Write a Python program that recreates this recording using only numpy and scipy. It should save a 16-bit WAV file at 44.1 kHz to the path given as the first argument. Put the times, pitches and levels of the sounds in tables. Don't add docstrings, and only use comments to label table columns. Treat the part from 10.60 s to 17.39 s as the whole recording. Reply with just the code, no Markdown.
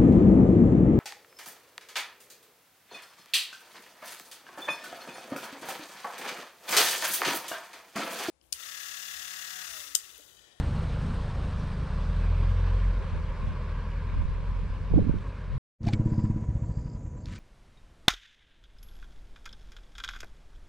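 import sys
import numpy as np
from scipy import signal
from scipy.fft import rfft, irfft, next_fast_len
from scipy.io import wavfile
from scipy.ndimage import uniform_filter1d

SR = 44100
rng = np.random.default_rng(int(sys.argv[2]) if len(sys.argv) > 2 else 0)


def master(y):
    cut = np.clip(np.atleast_2d(y).T, -1, 1)
    pcm = np.round(cut * 32767)
    wavfile.write(sys.argv[1], SR, pcm.astype(np.int16))


def linear_from_db(decibels):
    return 10 ** (np.asarray(decibels, float) / 20)


N = 299439
T = np.arange(N) / SR
CUT_S, BACK_S, FADE_IN_S = 4.9805, 5.185, 0.066

# time in seconds, firing rate in Hz, load in dB.
CAR_ENGINE = [(0, 27.76, -34), (.5, 28.19, -32), (1.26, 28.63, -34), (1.35, 37.3, -29.5), (1.5, 40.84, -28),
              (1.77, 42.94, -23.5), (2.28, 44.33, -23.5), (2.44, 42.07, -32.5), (2.62, 39.42, -31.5),
              (2.8, 39.2, -34.5), (3.07, 39.25, -32), (3.61, 42.12, -31), (4.3, 44.48, -32.5),
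              (4.66, 46.01, -36), (4.97, 45.05, -33)]
# frequency in Hz, gain in dB.
EXHAUST_RESPONSE = [(28, -4.5), (43, -0.5), (56, -5), (85, -3.5), (130, -24)]
DULLING_DB_PER_S = -0.52

DIESEL_HZ = 26.04
# level in dB, start of receding in seconds, slope in dB per second.
DIESEL_FADE = (-38, 1.21, -3.5)
# multiple of the firing rate, level in dB.
DIESEL_MULTIPLES = [(2, -1.5), (4, -4), (5, -5.5), (6, -2.5), (7, -8), (8, -16), (9, -17.5)]

# time in seconds, roar in dB, distance from 0 to 1, port spread from 0 to 1.
ROAD_PASS = [(0, -47.5, 0.01, 0), (1.2, -49, 0.24, 0.08), (2, -47, 0.55, .16), (2.6, -48.5, 0.7, .17),
             (3.2, -49, 0.9, 0.19), (4.3, -51.5, 0.75, 0.2), (4.62, -51.5, 0.78, 0.1),
             (4.97, -53, 0.6, 0.02)]
# frequency in Hz, density in dB per Hz.
NEAR_ROAR = [(140, -33), (230, -10.5), (330, -10.5), (460, -3.5), (700, -10), (1050, -9.5), (1350, -12.5),
             (1700, -15), (2000, -20), (4080, -24), (7400, -39), (8800, -34), (10000, -46.5), (16000, -75)]
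# frequency in Hz, density in dB per Hz.
FAR_ROAR = [(200, -10.5), (330, -22), (470, 3), (600, -8), (760, -22), (1020, 1), (1270, -14), (1610, -7),
            (1880, -17), (2250, -13), (3000, -20.5), (5000, -29.5), (7200, -42), (9500, -45)]
# frequency in Hz, factor on the spread.
ROAR_WIDTH = [(60, .3), (500, 0.54), (1500, 1.3), (5000, 2.3), (10000, 7.6)]
PORT_LAG_S = 1e-4
# frequency in Hz, density in dB per Hz.
BODY_RUMBLE = [(15, -24), (30, -0.5), (70, 1), (150, -3.5), (220, -9.5), (300, -19), (500, -53)]
RUMBLE_NEAR_DB, RUMBLE_FAR_DB, RUMBLE_GONE_S = -31.5, -41, 0.49
# time on the deck in seconds, half width in seconds, level there in dB, level elsewhere in dB.
TREAD_HUM = (2.9, .55, -55, -68)

# frequency in Hz, density in dB per Hz.
PORT_HISS = [(8000, -40.5), (9800, -2.5), (11000, -3.5), (12500, 4.5), (14000, -1), (15500, -10),
             (16500, -45)]
# start in dB, slope in dB per second.
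HISS_FADE = (-84.5, -6.5)
# frequency in Hz, width in Hz, level in dB.
ELECTRONIC_WHINE = (12290, 50, -96)

# centre in seconds, half width in seconds, buffeting in dB, flutter relative to it in dB.
GUSTS = [(.77, 0.069, -56, -32.5), (1.28, 0.052, -55, -27), (1.87, 0.3, -44.5, -24),
         (2.43, 0.024, -31, -19), (2.56, .04, -30, -26), (2.68, 0.074, -42, -24), (2.88, 0.071, -32, -10),
         (3.2, 0.29, -49.5, -16), (3.6, 0.097, -28, -13.5), (3.85, .15, -35, -24), (4.15, 0.19, -38, -25.5),
         (4.38, 0.049, -22.5, 3.5), (4.51, .07, -24.5, -4.5), (4.95, 0.082, -33, -16)]
# frequency in Hz, density in dB per Hz.
BUFFET_COLOUR = [(12, -1), (30, 3.5), (70, 4.5), (140, -10.5), (250, -21.5), (500, -75.5)]
# frequency in Hz, density in dB per Hz.
FLUTTER_COLOUR = [(80, -26), (170, 9.5), (280, -6), (450, -11.5), (800, -29.5), (1300, -50), (2500, -86)]
FLUTTER_LEFT_DB = -24
# time in seconds, peak in dB, pitch in Hz, cycles, port (0 left, 1 right).
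EDDIES = [(4.322, -12.5, 75, 0.54, 0), (4.364, -13, 90.52, 0.75, 0), (4.338, -24, 716, 1.7, 1),
          (4.339, -10.5, 338, 1, 1), (4.344, -8.5, 55, 1.4, 1), (4.362, -15, 148, 1.1, 1),
          (4.368, -10.5, 65, 1.3, 1), (4.38, -8.5, 286, 3.9, 1), (4.384, -26.5, 740, 5, 1),
          (4.392, -17, 494, 2.7, 1), (4.402, -17, 201, 2.9, 1), (4.421, -15, 120, 1.7, 1),
          (4.444, -28.5, 290, 4.4, 1), (4.473, -22, 270, 5.8, 1), (4.496, -9, 197, 0.84, 1),
          (4.5, -28, 505, 2.1, 1), (4.541, -17, 250, 1.1, 1), (4.559, -16.5, 91.95, 1.4, 1),
          (4.958, -26, 130, 4.7, 0), (4.957, -27, 128.6, 6.3, 1)]

# time in seconds, peak in dB, crack in Hz, tube ring in dB, tube ring in Hz.
ROD_KNOCKS = [(4.586, -45.5, 3600, -70, 2290), (5.232, -43, 4500, -69, 2300), (5.253, -50, 4000, -66, 2300),
              (5.2645, -65, 1500, -35, 690), (5.2702, -36.5, 3800, -31, 683), (5.282, -46, 3500, -39, 2340),
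              (5.2865, -33, 4800, -27, 818), (5.295, -45, 3900, -70, 2300), (5.3344, -31, 3800, -33, 2245),
              (6.6575, -39, 4800, -70, 2290), (6.713, -52.5, 4200, -62, 1800),
              (6.726, -51.5, 11000, -50, 1750), (6.745, -58.5, 1500, -52, 1200),
              (6.76, -53, 8500, -54, 1300), (6.78, -60, 5000, -50, 2380)]
# centre in seconds, half width in seconds, level in dB.
GRASS_RUSTLES = [
    (5.24, .02, -58),
    (5.28, .015, -46),
    (5.315, .02, -58),
    (5.339, .009, -43.5),
    (6.675, .018, -58),
    (6.725, .035, -54.5),
    (6.765, .022, -55),
]
# frequency in Hz, density in dB per Hz.
GRASS_COLOUR = [(600, -20), (1500, 8.5), (2500, 3.5), (4500, 0.5), (8000, -10.5), (11000, -17),
                (15000, -29.5)]
# centre in seconds, half width in seconds, level in dB.
CLOTH_BRUSH = (6.72, .07, -68)

# rumble in dB, share following the motorcycle, wash at the start in dB, wash slope in dB per second.
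BANK_LEVELS = (-36.5, .45, -52, -7.5)
# frequency in Hz, density in dB per Hz.
TRAFFIC_RUMBLE = [(15, -29.5), (35, 5.5), (70, 8.5), (130, 5), (220, -3), (330, -11), (500, -65)]
# frequency in Hz, density in dB per Hz.
AIR_WASH = [(180, -12), (300, -0.5), (500, 2.5), (890, -11), (1200, -14), (2150, -21), (3300, -32),
            (5400, -33), (8000, -35.5), (9500, -53.5), (11000, -66), (15500, -84)]
# frequency in Hz, density in dB per Hz.
INSECT_CHORUS = [(4800, -28), (5700, -9.5), (6500, 0.5), (7200, -0.5), (7700, -19), (8500, -10.5),
                 (9300, -27)]
CHORUS_DB = -71

# time in seconds, firings per second.
MOTORCYCLE_FIRINGS = [
    (5.2067, 15.597),
    (5.35, 15.874),
    (5.65, 16.949),
    (5.8, 15.605),
    (5.95, 15.152),
    (6.3, 10.765),
    (6.8, 6.944),
]
# frequency in Hz, level in dB, 60 dB decay in seconds.
PIPE_MODES = [(106.5, -2.5, 0.22), (217, -9, 0.29), (311.2, -10.5, 0.13), (130, -5, 0.089)]
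# level in dB, last hard pull in seconds, its half width in seconds, its level in dB.
SILENCER_SHELL = (-57.5, 5.6, .12, -56)
NEAREST_S, PASS_S = 5.45, .5
THROTTLE_OFF_S = 5.79
FIRING_DB, COASTING_DB, UNEVEN_DB = -17, -13.5, .8
CLOSING_DB = -7

# pitch in Hz, pulse in seconds, first and last in seconds, interval in seconds, level in dB.
CRICKET_SONGS = [
    (7450, .03, 5.321, 5.61, .143, -67),
    (7450, .03, 6.02, 6.72, .1393, -69.5),
    (7720, .02, 5.673, 6.09, .1385, -74.5),
]
PAIR_GAP_S = .037
# start in seconds, length in seconds, level in dB, starting pitch in Hz.
CICADA_CALLS = [
    (5.42, .28, -65, 4650),
    (5.7, .12, -79, 4700),
    (5.98, .41, -69, 4400),
    (6.565, .09, -73, 4560),
]
CICADA_RISE_HZ_PER_S, CICADA_TOP_HZ = 2000, 4900

# frequency in Hz, gain in dB.
MICROPHONE_RESPONSE = [(20, 0), (9200, -1.5), (10300, -12.5), (12000, -19.5), (16000, -21.5)]


def evened(x):
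    return x / np.sqrt(np.mean(x ** 2) + 1e-20)


def read(points, hz):
    f, value = np.transpose(points)
    return np.interp(np.log(hz + 1), np.log(f + 1), value)


def columns(rows, t=T):
    s, *values = np.transpose(rows)
    return [np.interp(t, s, v) for v in values]


def add(mix, s, sound):
    part = mix[round(s * SR):][:len(sound)]
    part += sound[:len(part)]


def wander(hz):
    t = T[::16]
    rates = np.geomspace(hz / 12, hz, 10)
    drift = sum(np.sin(2 * np.pi * (f * t + rng.random())) / f ** .3 for f in rates)
    return np.interp(T, t, evened(drift))


def coloured(spectrum):
    size = next_fast_len(N)
    gain = linear_from_db(read(spectrum, np.fft.rfftfreq(size, 1 / SR)))
    noise = irfft(rfft(rng.standard_normal(size)) * gain, size)
    return evened(noise[:N])


def resonate(x, hz, width):
    turn = np.exp(2j * np.pi * np.cumsum(hz * np.ones(len(x))) / SR)
    r = np.exp(-np.pi * width / SR)
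    return 2 * (turn * signal.lfilter([1 - r], [1, -r], x / turn)).real


def swell(s, half, db):
    return linear_from_db(db) * np.exp(-((T - s) / half) ** 2)


def car():
    hz, load_db = columns(CAR_ENGINE)
    turns = np.cumsum(hz * (1 + .008 * wander(9.01))) / SR
    out = np.zeros(N)
    for k in range(3):
        pipe_db = read(EXHAUST_RESPONSE, (k + 1) * hz)
        level_db = load_db + pipe_db + DULLING_DB_PER_S * k * T + 1.3 * wander(16)
        out += np.sqrt(2) * linear_from_db(level_db) * np.cos(2 * np.pi * (k + 1) * turns - 0.67 * k)
    return out


def diesel():
    start_db, recede_s, slope_db = DIESEL_FADE
    turns = np.cumsum(DIESEL_HZ * (1 + 0.0053 * wander(3.02))) / SR
    hum = np.zeros(N)
    for multiple, db in DIESEL_MULTIPLES:
        fading = linear_from_db(1.3 * wander(9))
        hum += linear_from_db(db) * fading * np.cos(2 * np.pi * (round(multiple) * turns + rng.random()))
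    return np.sqrt(2) * linear_from_db(start_db + slope_db * np.maximum(T - recede_s, 0)) * hum


def tyre_roar():
    frames, hz = N // 128 + 5, np.fft.rfftfreq(512, 1 / SR)
    roar_db, far, spread = columns(ROAD_PASS, np.arange(frames) * 128 / SR)
    a, b, c, d, patches = rng.standard_normal((frames, 257, 5)).T
    patches = uniform_filter1d(patches, size=6, axis=0)
    patches = evened(uniform_filter1d(patches, size=16, axis=1))
    flicker = evened(uniform_filter1d(rng.standard_normal(frames), size=4))

    far = np.clip(far, 0, 1)
    colour = linear_from_db(np.outer(read(NEAR_ROAR, hz), 1 - far) + np.outer(read(FAR_ROAR, hz), far))
    band = (hz > 900) & (hz < 3000)
    colour = colour / np.sqrt((colour[band] ** 2).sum(0))
    colour = colour * linear_from_db(roar_db + 1.32 * patches + 0.68 * flicker)

    mid = a + 1j * b
    side = (c + 1j * d) * np.clip(np.outer(read(ROAR_WIDTH, hz), spread), 0, 1)
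    lag = np.tan(np.pi * PORT_LAG_S * np.outer(hz, np.clip(spread, 0, .3)))
    side = side - 1j * mid * lag
    ports = np.array([mid + side, mid - side]) * colour
    return signal.istft(ports, nperseg=512, noverlap=384)[1][:, :N]


def road():
    rumble_gain = linear_from_db(RUMBLE_FAR_DB) + linear_from_db(RUMBLE_NEAR_DB) * np.exp(-T / RUMBLE_GONE_S)
    rumble = rumble_gain * linear_from_db(1.6 * wander(20)) * coloured(BODY_RUMBLE)
    hum = resonate(resonate(rng.standard_normal(N), 1080, 260), 1080, 260)
    tread = (swell(*TREAD_HUM[:3]) + linear_from_db(TREAD_HUM[3])) * evened(hum)
    return linear_from_db(2.5) * tyre_roar() + rumble + tread


def air():
    start_db, slope_db = HISS_FADE
    hiss_gain = linear_from_db(start_db + slope_db * T + 2.5 * wander(40))
    hiss = hiss_gain * np.array([coloured(PORT_HISS) for port in "LR"])
    hz, width, db = ELECTRONIC_WHINE
    whine = linear_from_db(db + 1.5 * wander(6)) * evened(resonate(rng.standard_normal(N), hz, width))
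    return hiss + linear_from_db([[-6], [3]]) * whine


def wind():
    strength = sum(swell(s, half, db) for s, half, db, _ in GUSTS)
    quick = sum(swell(s, half, db + extra_db) for s, half, db, extra_db in GUSTS)

    def lumps(hz):
        return np.clip(1 + .45 * wander(hz), .25, 1.7)

    buffet = np.array([strength * lumps(40) * coloured(BUFFET_COLOUR) for port in "LR"])
    flutter = np.array([quick * lumps(80) * coloured(FLUTTER_COLOUR) for port in "LR"])
    return 1.02 * buffet + 0.86 * linear_from_db([[FLUTTER_LEFT_DB], [0]]) * flutter


def slaps():
    out = np.zeros((2, N))
    for (s, db, hz, cycles, port), chance in zip(EDDIES, rng.random((len(EDDIES), 2))):
        t = np.arange(-cycles / hz, cycles / hz, 1 / SR)
        u = t * hz / cycles
        glide = 1 + .2 * (chance[0] - .5) * u
        slap = np.exp(-4.5 * u ** 2) * np.cos(2 * np.pi * hz * glide * t)
        add(out[round(port)], s + t[0], linear_from_db(db) * slap)
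    return out


def rod():
    out, t = np.zeros(N), np.arange(0, .06, 1 / SR)
    noises = rng.standard_normal((len(ROD_KNOCKS), len(t)))
    for (s, db, hz, ring_db, ring_hz), noise in zip(ROD_KNOCKS, noises):
        burst = noise * np.exp(-t / .0014)
        snap = np.diff(noise * np.exp(-t / .0004), prepend=0)
        crack = resonate(resonate(burst, hz, 0.48 * hz), hz, 0.48 * hz) + .2 * snap
        ring = linear_from_db(ring_db - 60 * t / 0.05) * (1 - np.exp(-t / 0.00032)) * np.sin(2 * np.pi * ring_hz * t)
        add(out, s, 1.8 * linear_from_db(db) * crack / abs(crack).max() + ring)
    grass = coloured(GRASS_COLOUR) * linear_from_db(2.5 * wander(300)) * sum(swell(*row) for row in GRASS_RUSTLES)
    cloth = swell(*CLOTH_BRUSH) * linear_from_db(3 * wander(150)) * coloured(PORT_HISS)
    return out + grass + cloth


def passing_db(t):
    return -10 * np.log10(1 + ((t - NEAREST_S) / PASS_S) ** 2)


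def bank():
    rumble_db, share, start_db, slope_db = BANK_LEVELS
    low_db = rumble_db + share * passing_db(T) + 1.5 * wander(25)
    wash_db = start_db + slope_db * (T - BACK_S) + 6.5 + .7 * wander(60)
    low = linear_from_db(low_db) * coloured(TRAFFIC_RUMBLE)
    wash = linear_from_db(wash_db) * coloured(AIR_WASH)
    chorus = linear_from_db(CHORUS_DB + 1.1 * wander(40)) * coloured(INSECT_CHORUS)
    return low + wash + chorus


def push(u):
    return -1.65 * u * np.exp(-u ** 2 / 2)


def pipe_ring(t, detune):
    trough = t - .0027
    ring = np.zeros(len(t))
    for hz, level_db, t60 in PIPE_MODES:
        decay = linear_from_db(level_db - 60 * np.maximum(trough, 0) / t60)
        ring -= decay * np.cos(2 * np.pi * hz * detune * trough + 0.52)
    return ring * np.sin(np.pi / 2 * np.clip((t + .0035) / .005, 0, 1)) ** 2


def silencer(beat):
    hz = 978 * (1 + 0.012 * wander(60))
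    tone = np.sqrt(2) * linear_from_db(1.8 * wander(30)) * np.cos(2 * np.pi * np.cumsum(hz) / SR)
    shell = .8 * tone + .6 * evened(resonate(rng.standard_normal(N), 985, 90))
    jet = evened(resonate(resonate(rng.standard_normal(N), 1800, 1100), 1500, 1100)) * beat
    gain = linear_from_db(SILENCER_SHELL[0] + .4 * passing_db(T)) + swell(*SILENCER_SHELL[1:])
    return gain * (shell * (.55 + 1.05 * beat) + linear_from_db(-6) * jet)


def motorcycle():
    out, beat, t = np.zeros(N), np.zeros(N), np.arange(-.008, .12, 1 / SR)
    rate = columns(MOTORCYCLE_FIRINGS)[0] * (T >= MOTORCYCLE_FIRINGS[0][0])
    turns = np.cumsum(rate) / SR
    times = np.interp(np.arange(int(turns[-1]) + 1) + 1e-4, turns, T)
    for s, gap, chance in zip(times, np.gradient(times), rng.standard_normal((len(times), 3))):
        if s < THROTTLE_OFF_S:
            share, db = .9, FIRING_DB + 1.9 * passing_db(s)
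        else:
            share, db = .04, COASTING_DB + 1.93 * passing_db(s)
            db += CLOSING_DB * (s < THROTTLE_OFF_S + gap)
        db += UNEVEN_DB * chance[2]
        ring = pipe_ring(t, 1 + 0.013 * chance[0])
        pull = 0.94 * ring + 0.2 * push((t - .0013) / 0.002) + 0.5 * push((t - .009) / 0.0047)
        coast = push((t - .0017) / 0.0022) + 0.55 * push((t - 0.24 * gap - .002) / 0.0027)
        coast += 0.25 * chance[1] * push((t - 0.6 * gap) / 0.0016) + 0.21 * ring
        add(out, s + t[0], linear_from_db(db) * (share * pull + (1 - share) * coast))
        add(beat, s, np.hanning(round(0.032 * SR)))
    return out + silencer(beat)


def crickets():
    out = np.zeros(N)
    for hz, length, first, last, every, db in CRICKET_SONGS:
        t = np.arange(0, length, 1 / SR)
        sag = 1.002 - .012 * (t / length) ** 3
        pulse = np.sin(2 * np.pi * np.cumsum(hz * sag) / SR) * signal.windows.tukey(len(t), .7)
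        starts = np.arange(first, last + every / 2, every) - length / 2
        for s, chance in zip(starts, rng.standard_normal((8, 2))):
            add(out, s, linear_from_db(db + 3.0 + 1.5 * chance[0]) * pulse)
            add(out, s + PAIR_GAP_S, linear_from_db(db + 4.0 + 1.2 * chance[1]) * pulse)
    return out


def cicada():
    level, hz = np.zeros(N), np.full(N, 4600.)
    for s, length, db, start_hz in CICADA_CALLS:
        u = np.clip((T - s) / length, 0, 1)
        level += linear_from_db(db) * np.minimum(u / .55, 1) * np.minimum((1 - u) / .1, 1)
        climb = np.minimum(start_hz + CICADA_RISE_HZ_PER_S * (T - s), CICADA_TOP_HZ)
        hz = np.where(T > s, climb, hz)
    click_count = np.floor(np.cumsum(200 * (1 + 0.075 * wander(40))) / SR)
    clicks = np.diff(click_count, prepend=0) * linear_from_db(2.5 * rng.standard_normal(N))
    throb = np.cos(np.pi * np.cumsum(55 * (1 + .05 * wander(8))) / SR) ** 2
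    drive = (evened(clicks) + .8 * rng.standard_normal(N)) * (.45 + throb)
    return level * evened(resonate(resonate(drive, hz, 650), hz, 600))


def scene():
    handling = rod()
    bridge = car() + diesel() + road() + wind() + slaps() + handling
    river = bank() + motorcycle() + crickets() + cicada() + handling
    fade_in = np.clip((T - BACK_S) / FADE_IN_S, 0, 1) ** 2
    return bridge * (T < CUT_S) + river * fade_in


def low_pass(x):
    return signal.sosfilt(signal.butter(12, 15700, fs=SR, output="sos"), x)


def record(dry):
    hz = np.linspace(0, SR / 2, 257)
    response = signal.firwin2(255, hz, linear_from_db(read(MICROPHONE_RESPONSE, hz)), fs=SR)
    dulled = signal.oaconvolve(dry, response[None], "same")
    mix = (dulled + air()) * (T < CUT_S) + dulled * (T > BACK_S)
    return low_pass(mix)


dry = scene()
out = record(dry)
master(out)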